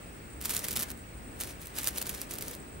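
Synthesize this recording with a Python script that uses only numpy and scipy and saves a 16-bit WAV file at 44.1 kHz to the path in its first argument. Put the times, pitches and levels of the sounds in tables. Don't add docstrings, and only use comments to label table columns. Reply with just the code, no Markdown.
import sys
import numpy as np
from scipy import signal
from scipy.fft import rfft, irfft, next_fast_len
from scipy.io import wavfile

SR = 44100
rng = np.random.default_rng(int(sys.argv[2]) if len(sys.argv) > 2 else 0)


def makeup_ratio(level_db):
    decades = np.asarray(level_db, float) / 20
    return 10 ** decades


def materialize(psi):
    bounded = np.clip(np.atleast_2d(psi).T, -1, 1)
    quanta = np.round(bounded * 32767).astype(np.int16)
    wavfile.write(sys.argv[1], SR, quanta)


N = 123479
HALVES = np.array([[.5], [-.5]])


def rms_one(x):
    return x / np.sqrt(np.mean(x ** 2) + 1e-20)


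def at_hz(points, hz):
    f, v = np.transpose(points)
    return np.interp(np.log(hz + 1), np.log(f + 1), v)


def drift(rate):
    r = np.exp(-2 * np.pi * rate / SR)
    slow = signal.lfilter([1], [1, -2 * r, r * r], rng.standard_normal(N + SR))
    return rms_one(slow[SR:])


def colour(x, spectrum, balance):
    size = next_fast_len(N + 2048)
    hz = np.fft.rfftfreq(size, 1 / SR)
    gain = rms_one(makeup_ratio(at_hz(spectrum, hz)))
    sides = makeup_ratio(at_hz(balance, hz) * HALVES)
    return irfft(rfft(x, size) * gain * sides, size)[:, :N]


def fade(clicks, seconds):
    return signal.lfilter([1], [1, -np.exp(-1 / (seconds * SR))], clicks + 1e-18)


# frequency in Hz, relative density in dB per Hz.
AIR_COLOUR = [(25, -18), (38, -5), (50, -9.5), (65, 1.5), (92, -5), (240, -6.5), (380, -10), (620, -14.5),
              (1100, -18.5), (1900, -19.5), (2650, -22), (3000, -27.5), (5200, -32.5), (8400, -35.5),
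              (10000, -46), (11500, -40.5), (13800, -47), (15000, -54), (15800, -56)]
# time in seconds, level of the bass, of the low middle and of the rest in dB.
AIR_SWELL = [(0, -1.5, -0.5, -0.5), (.4, 0.5, -1, -1.2), (.6, -0.5, 1.7, 1.5), (.8, 5.5, 1.5, 6.3),
             (1.0, -2, -1.8, -0.3), (1.4, 1.7, 0.5, -0.1), (1.7, -1.8, -3, 1), (2.1, 1.5, 4, 3.4),
             (2.4, -1, 3, 0.4), (2.8, 1.5, 0.5, -0.7)]
# frequency in Hz, correlation from -1 to 1.
AIR_LIKENESS = [(60, 0.78), (100, 1), (180, 0.76), (310, 0.71), (550, 0.33), (950, -0.56), (1650, -0.12),
                (2860, 0.22), (4970, -0.1), (8640, -0.26), (15000, 0.11)]
# frequency in Hz, left over right in dB.
AIR_BALANCE = [(60, 2), (240, 1), (950, 2.0), (3770, 1.5), (15000, 12.5)]
AIR_DB = -46
AIR_SPLIT_HZ = 350, 900
GUST_DB, GUSTS_HZ = 1.1, 5


def air():
    hz, t = np.fft.rfftfreq(N, 1 / SR), np.arange(N) / SR
    alike = np.clip(at_hz(AIR_LIKENESS, hz), -1, 1)
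    mid, side = rfft(rng.standard_normal((2, N)))
    pair = np.sqrt(1 + alike) * mid + np.sqrt(1 - alike) * side * [[1], [-1]]
    pair = irfft(pair, N) / np.sqrt(2)
    pair = rfft(colour(pair, AIR_COLOUR, AIR_BALANCE))
    below, under = [1 / (1 + (hz / edge) ** 4) for edge in AIR_SPLIT_HZ]
    bands = [below, under - below, 1 - under]
    seconds, *swells = np.transpose(AIR_SWELL)
    out = np.zeros((2, N))
    for band, swell, gust_db in zip(bands, swells, [GUST_DB, GUST_DB, GUST_DB / 2]):
        level_db = np.interp(t, seconds, swell) + gust_db * drift(GUSTS_HZ)
        out += irfft(pair * band, N) * makeup_ratio(level_db)
    return makeup_ratio(AIR_DB) * out


HUM_HZ, HUM_DB = 50.8, -58


def mains_hum():
    t = np.arange(N) / SR
    return makeup_ratio(HUM_DB + 2.0 * drift(4.0)) * np.sqrt(2) * np.sin(2 * np.pi * HUM_HZ * t)


INSECT_HZ, INSECT_WIDTH_HZ = 8400, 560
INSECT_DB, INSECT_THROB_DB, INSECT_PAN_DB = -58, -2.2, -4


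def insects():
    edges = [INSECT_HZ - INSECT_WIDTH_HZ, INSECT_HZ + INSECT_WIDTH_HZ]
    band = signal.butter(2, edges, "band", fs=SR, output="sos")
    chorus = rms_one(signal.sosfilt(band, rng.standard_normal((2, N))))
    return chorus * makeup_ratio(INSECT_DB + INSECT_THROB_DB * drift(40.0) + INSECT_PAN_DB * HALVES)


WHINE_HZ, WHINE_WAVER_HZ, WHINE_RIGHT_DB = 15633, .8, -57


def whine():
    phase = 2 * np.pi * np.cumsum(WHINE_HZ + WHINE_WAVER_HZ * drift(3.0)) / SR
    return np.sqrt(2) * np.sin(phase) * makeup_ratio(WHINE_RIGHT_DB) * [[0], [1]]


HISS_DB, HISS_FLICKER_DB, FLICKER_HZ = -3.5, 1.8, 90


def hiss():
    return makeup_ratio(HISS_DB + HISS_FLICKER_DB * drift(FLICKER_HZ))


SPARKS_PER_S, SPARK_DB, SPARK_SPREAD_DB = 800, -4, 2.8


def small_sparks():
    born = rng.random(N) < SPARKS_PER_S * makeup_ratio(2.5 * drift(40.0)) / SR
    strength = np.minimum(rng.exponential(1, N), 2.5)
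    return born * makeup_ratio(SPARK_DB + SPARK_SPREAD_DB * strength)


# start in seconds, relative level in dB, left over right in dB, decay in seconds.
SPITS = [(0.4134, -32.0, -3.0, 0.0004), (0.4248, -33.0, 0.0, 0.0003), (0.4501, -30.0, 0.0, 0.0005),
         (0.4562, -22.0, 1.0, 0.0004), (0.4594, -25.0, -1.0, 0.0003), (0.4942, -29.0, -3.0, 0.0024),
         (0.5057, -24.0, 0.0, 0.0007), (0.5096, -23.0, -2.0, 0.0005), (0.5212, -30.0, 0.0, 0.0004),
         (0.5353, -32.0, -1.0, 0.0005), (0.5386, -31.0, -2.0, 0.0011), (0.5488, -27.0, -6.0, 0.0008),
         (0.559, -30.0, -1.0, 0.0007), (0.5663, -17.0, -3.0, 0.0004), (0.5774, -30.0, -3.0, 0.0011),
         (0.5921, -24.0, -1.0, 0.0003), (0.6425, -27.0, 0.0, 0.0006), (0.6497, -27.0, 0.0, 0.0004),
         (0.6842, -25.0, -4.0, 0.0011), (0.7094, -25.0, -3.0, 0.0004), (0.717, -26.0, -2.0, 0.0003),
         (0.729, -30.0, 2.0, 0.0007), (0.7318, -31.0, -3.0, 0.0005), (0.7371, -30.0, -1.0, 0.0004),
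         (0.7568, -32.0, -1.0, 0.0014), (0.7641, -23.0, -4.0, 0.0004), (0.7714, -21.0, 1.0, 0.0004),
         (0.7929, -26.0, 1.0, 0.0006), (0.7985, -24.0, -3.0, 0.0003), (0.8082, -28.0, 0.0, 0.001),
         (0.8219, -29.0, -2.0, 0.0009), (0.8289, -24.0, 0.0, 0.0005), (0.8341, -29.0, -2.0, 0.001),
         (0.9034, -30.0, -3.0, 0.0005), (0.9151, -34.0, -1.0, 0.001), (0.9758, -46.0, -3.0, 0.0008),
         (1.3915, -43.0, 0.0, 0.0005), (1.4024, -31.0, -2.0, 0.0006), (1.4097, -26.0, -2.0, 0.0003),
         (1.4126, -31.0, -1.0, 0.0003), (1.4359, -31.0, -1.0, 0.0005), (1.4734, -35.0, 1.0, 0.0005),
         (1.617, -38.0, 2.0, 0.0005), (1.6581, -38.0, -1.0, 0.0005), (1.6709, -32.0, 2.0, 0.0004),
         (1.6807, -42.0, 5.0, 0.0004), (1.7548, -39.0, -1.0, 0.0004), (1.7649, -33.0, -4.0, 0.0004),
         (1.7859, -27.0, -2.0, 0.0012), (1.8323, -32.0, -2.0, 0.001), (1.8434, -28.0, -3.0, 0.0015),
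         (1.8649, -31.0, -4.0, 0.0009), (1.8727, -17.0, -1.0, 0.0008), (1.8807, -24.0, -1.0, 0.0006),
         (1.8835, -25.0, -2.0, 0.0005), (1.8884, -26.0, -3.0, 0.0005), (1.9077, -36.0, -2.0, 0.0006),
         (1.9735, -32.0, -1.0, 0.0007), (1.9829, -23.0, 1.0, 0.0005), (2.0154, -31.0, 3.0, 0.0026),
         (2.026, -25.0, 4.0, 0.0005), (2.0677, -28.0, -4.0, 0.0004), (2.0737, -33.0, 2.0, 0.0005),
         (2.0938, -26.0, -3.0, 0.001), (2.0973, -30.0, -1.0, 0.0008), (2.148, -32.0, -2.0, 0.0007),
         (2.2158, -24.0, -1.0, 0.0003), (2.3097, -31.0, -4.0, 0.0007), (2.3126, -33.0, -1.0, 0.0006),
         (2.3381, -30.0, -6.0, 0.0005), (2.3416, -36.0, -2.0, 0.0004), (2.3546, -37.0, -1.0, 0.0007),
         (2.3611, -40.0, -1.0, 0.0011), (2.3856, -28.0, 0.0, 0.0005), (2.4101, -29.0, -1.0, 0.0004),
         (2.4236, -31.0, 2.0, 0.0007), (2.482, -30.0, -3.0, 0.0006), (2.5116, -37.0, 0.0, 0.0009),
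         (2.5505, -35.0, -6.0, 0.0004)]
SPIT_DB = 2.5
SPIT_RISE_S, SPIT_TAIL_S, SPIT_TAIL_DB = .00008, .0017, -14
SPIT_CRACK_DB = 11.5


def loud_spits(noise):
    spits, age = np.zeros((2, N)), np.arange(SR // 50) / SR
    for start, db, pan_db, decay in SPITS:
        rise = 1 - np.exp(-age / SPIT_RISE_S)
        tail = makeup_ratio(SPIT_TAIL_DB) * np.exp(-age / SPIT_TAIL_S)
        shape = rise * (np.exp(-age / decay) + tail)
        span = slice(int(start * SR), int(start * SR) + len(age))
        puff = shape * noise[:, span]
        puff *= np.sqrt(np.sum(shape ** 2) / np.sum(puff ** 2, axis=1, keepdims=True))
        puff[:, int(SPIT_RISE_S * SR)] = makeup_ratio(SPIT_CRACK_DB) * np.sign(noise[0, span.start])
        spits[:, span] += puff * makeup_ratio(db + SPIT_DB + pan_db * HALVES)
    return spits


# time in seconds, relative level in dB.
BURN = [
    [(0.404, -55), (0.414, -38.5), (0.435, -45), (0.457, -33), (0.478, -43), (0.493, -34.5), (0.536, -37.5),
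     (0.573, -31.5), (0.607, -43.5), (0.635, -39.5), (0.646, -33.5), (0.677, -43), (0.685, -34.5),
     (0.752, -45), (0.763, -27), (0.781, -37), (0.813, -35.5), (0.833, -35.5), (0.86, -51.5),
     (0.914, -41.5), (0.938, -67), (1.0, -63)],
    [(1.36, -54), (1.392, -58), (1.406, -33), (1.463, -46), (1.508, -41.5), (1.559, -65), (1.596, -59),
     (1.619, -47.5), (1.72, -58.0)],
    [(1.72, -76), (1.745, -50), (1.785, -32), (1.804, -40), (1.844, -38), (1.873, -33), (1.878, -30),
     (1.9, -44), (1.939, -51), (1.979, -30), (2.001, -43.5), (2.021, -34), (2.031, -48), (2.046, -51),
     (2.058, -38), (2.085, -44.5), (2.093, -38), (2.136, -44.5), (2.145, -38), (2.16, -44.5),
     (2.204, -44.5), (2.219, -38.0), (2.226, -41.5), (2.284, -64), (2.311, -38), (2.376, -52), (2.385, -39),
     (2.403, -51), (2.422, -38.5), (2.436, -44.5), (2.548, -44), (2.578, -60.0), (2.62, -76)],
]
# frequency in Hz, relative density in dB per Hz.
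FIZZ_COLOUR = [(400, 1), (700, -6.5), (1200, -4.5), (2000, -4), (4000, -3.5), (6300, -3), (7500, -3.5),
               (9200, 0), (11000, -2.5), (12800, -4.5), (14200, -3.5), (15800, -1)]
# frequency in Hz, relative density in dB per Hz.
SNAP_COLOUR = [(400, -22), (1000, -14), (2500, -11), (5000, -9), (9000, -4), (11000, -3), (12700, 2),
               (14500, -2), (15800, -3)]
# frequency in Hz, left over right in dB.
FIZZ_BALANCE = [(60, 1.5), (240, 16), (950, 0), (3770, 2), (15000, -1.5)]
FIZZ_UNLIKE = 0.34
SPARK_S, SPARK_CRACK_DB = .0003, 7
FIZZ_LOW_HZ, LEFT_LAG_S = 556, .000022


def sparkler():
    t = np.arange(N) / SR
    burn = np.zeros(N)
    for spell in BURN:
        burn += makeup_ratio(np.interp(t, *np.transpose(spell), left=-120, right=-120))
    steady = hiss()
    clicks = small_sparks()
    shared, own = rng.standard_normal(N), rng.standard_normal((2, N))
    noise = np.sqrt(1 - FIZZ_UNLIKE) * shared + np.sqrt(FIZZ_UNLIKE) * own
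    fizz = burn * (steady + fade(clicks, SPARK_S)) * noise
    snaps = loud_spits(noise) + burn * clicks * makeup_ratio(SPARK_CRACK_DB)
    out = colour(fizz, FIZZ_COLOUR, FIZZ_BALANCE) + colour(snaps, SNAP_COLOUR, FIZZ_BALANCE)
    out = signal.sosfilt(signal.butter(2, FIZZ_LOW_HZ, "high", fs=SR, output="sos"), out)
    lag = np.exp(-2j * np.pi * np.fft.rfftfreq(N, 1 / SR) * LEFT_LAG_S)
    return np.array([irfft(rfft(out[0]) * lag, N), out[1]])


def scene():
    return sparkler() + air() + mains_hum() + insects() + whine()


def band_limit(x):
    return signal.sosfilt(signal.butter(12, 17020, fs=SR, output="sos"), x)


CUTOFF_HZ = 15750


def record(dry):
    low_pass = signal.ellip(9, .5, 50, CUTOFF_HZ, fs=SR, output="sos")
    mix = signal.sosfilt(low_pass, dry)
    return band_limit(mix)


dry = scene()
out = record(dry)
materialize(out)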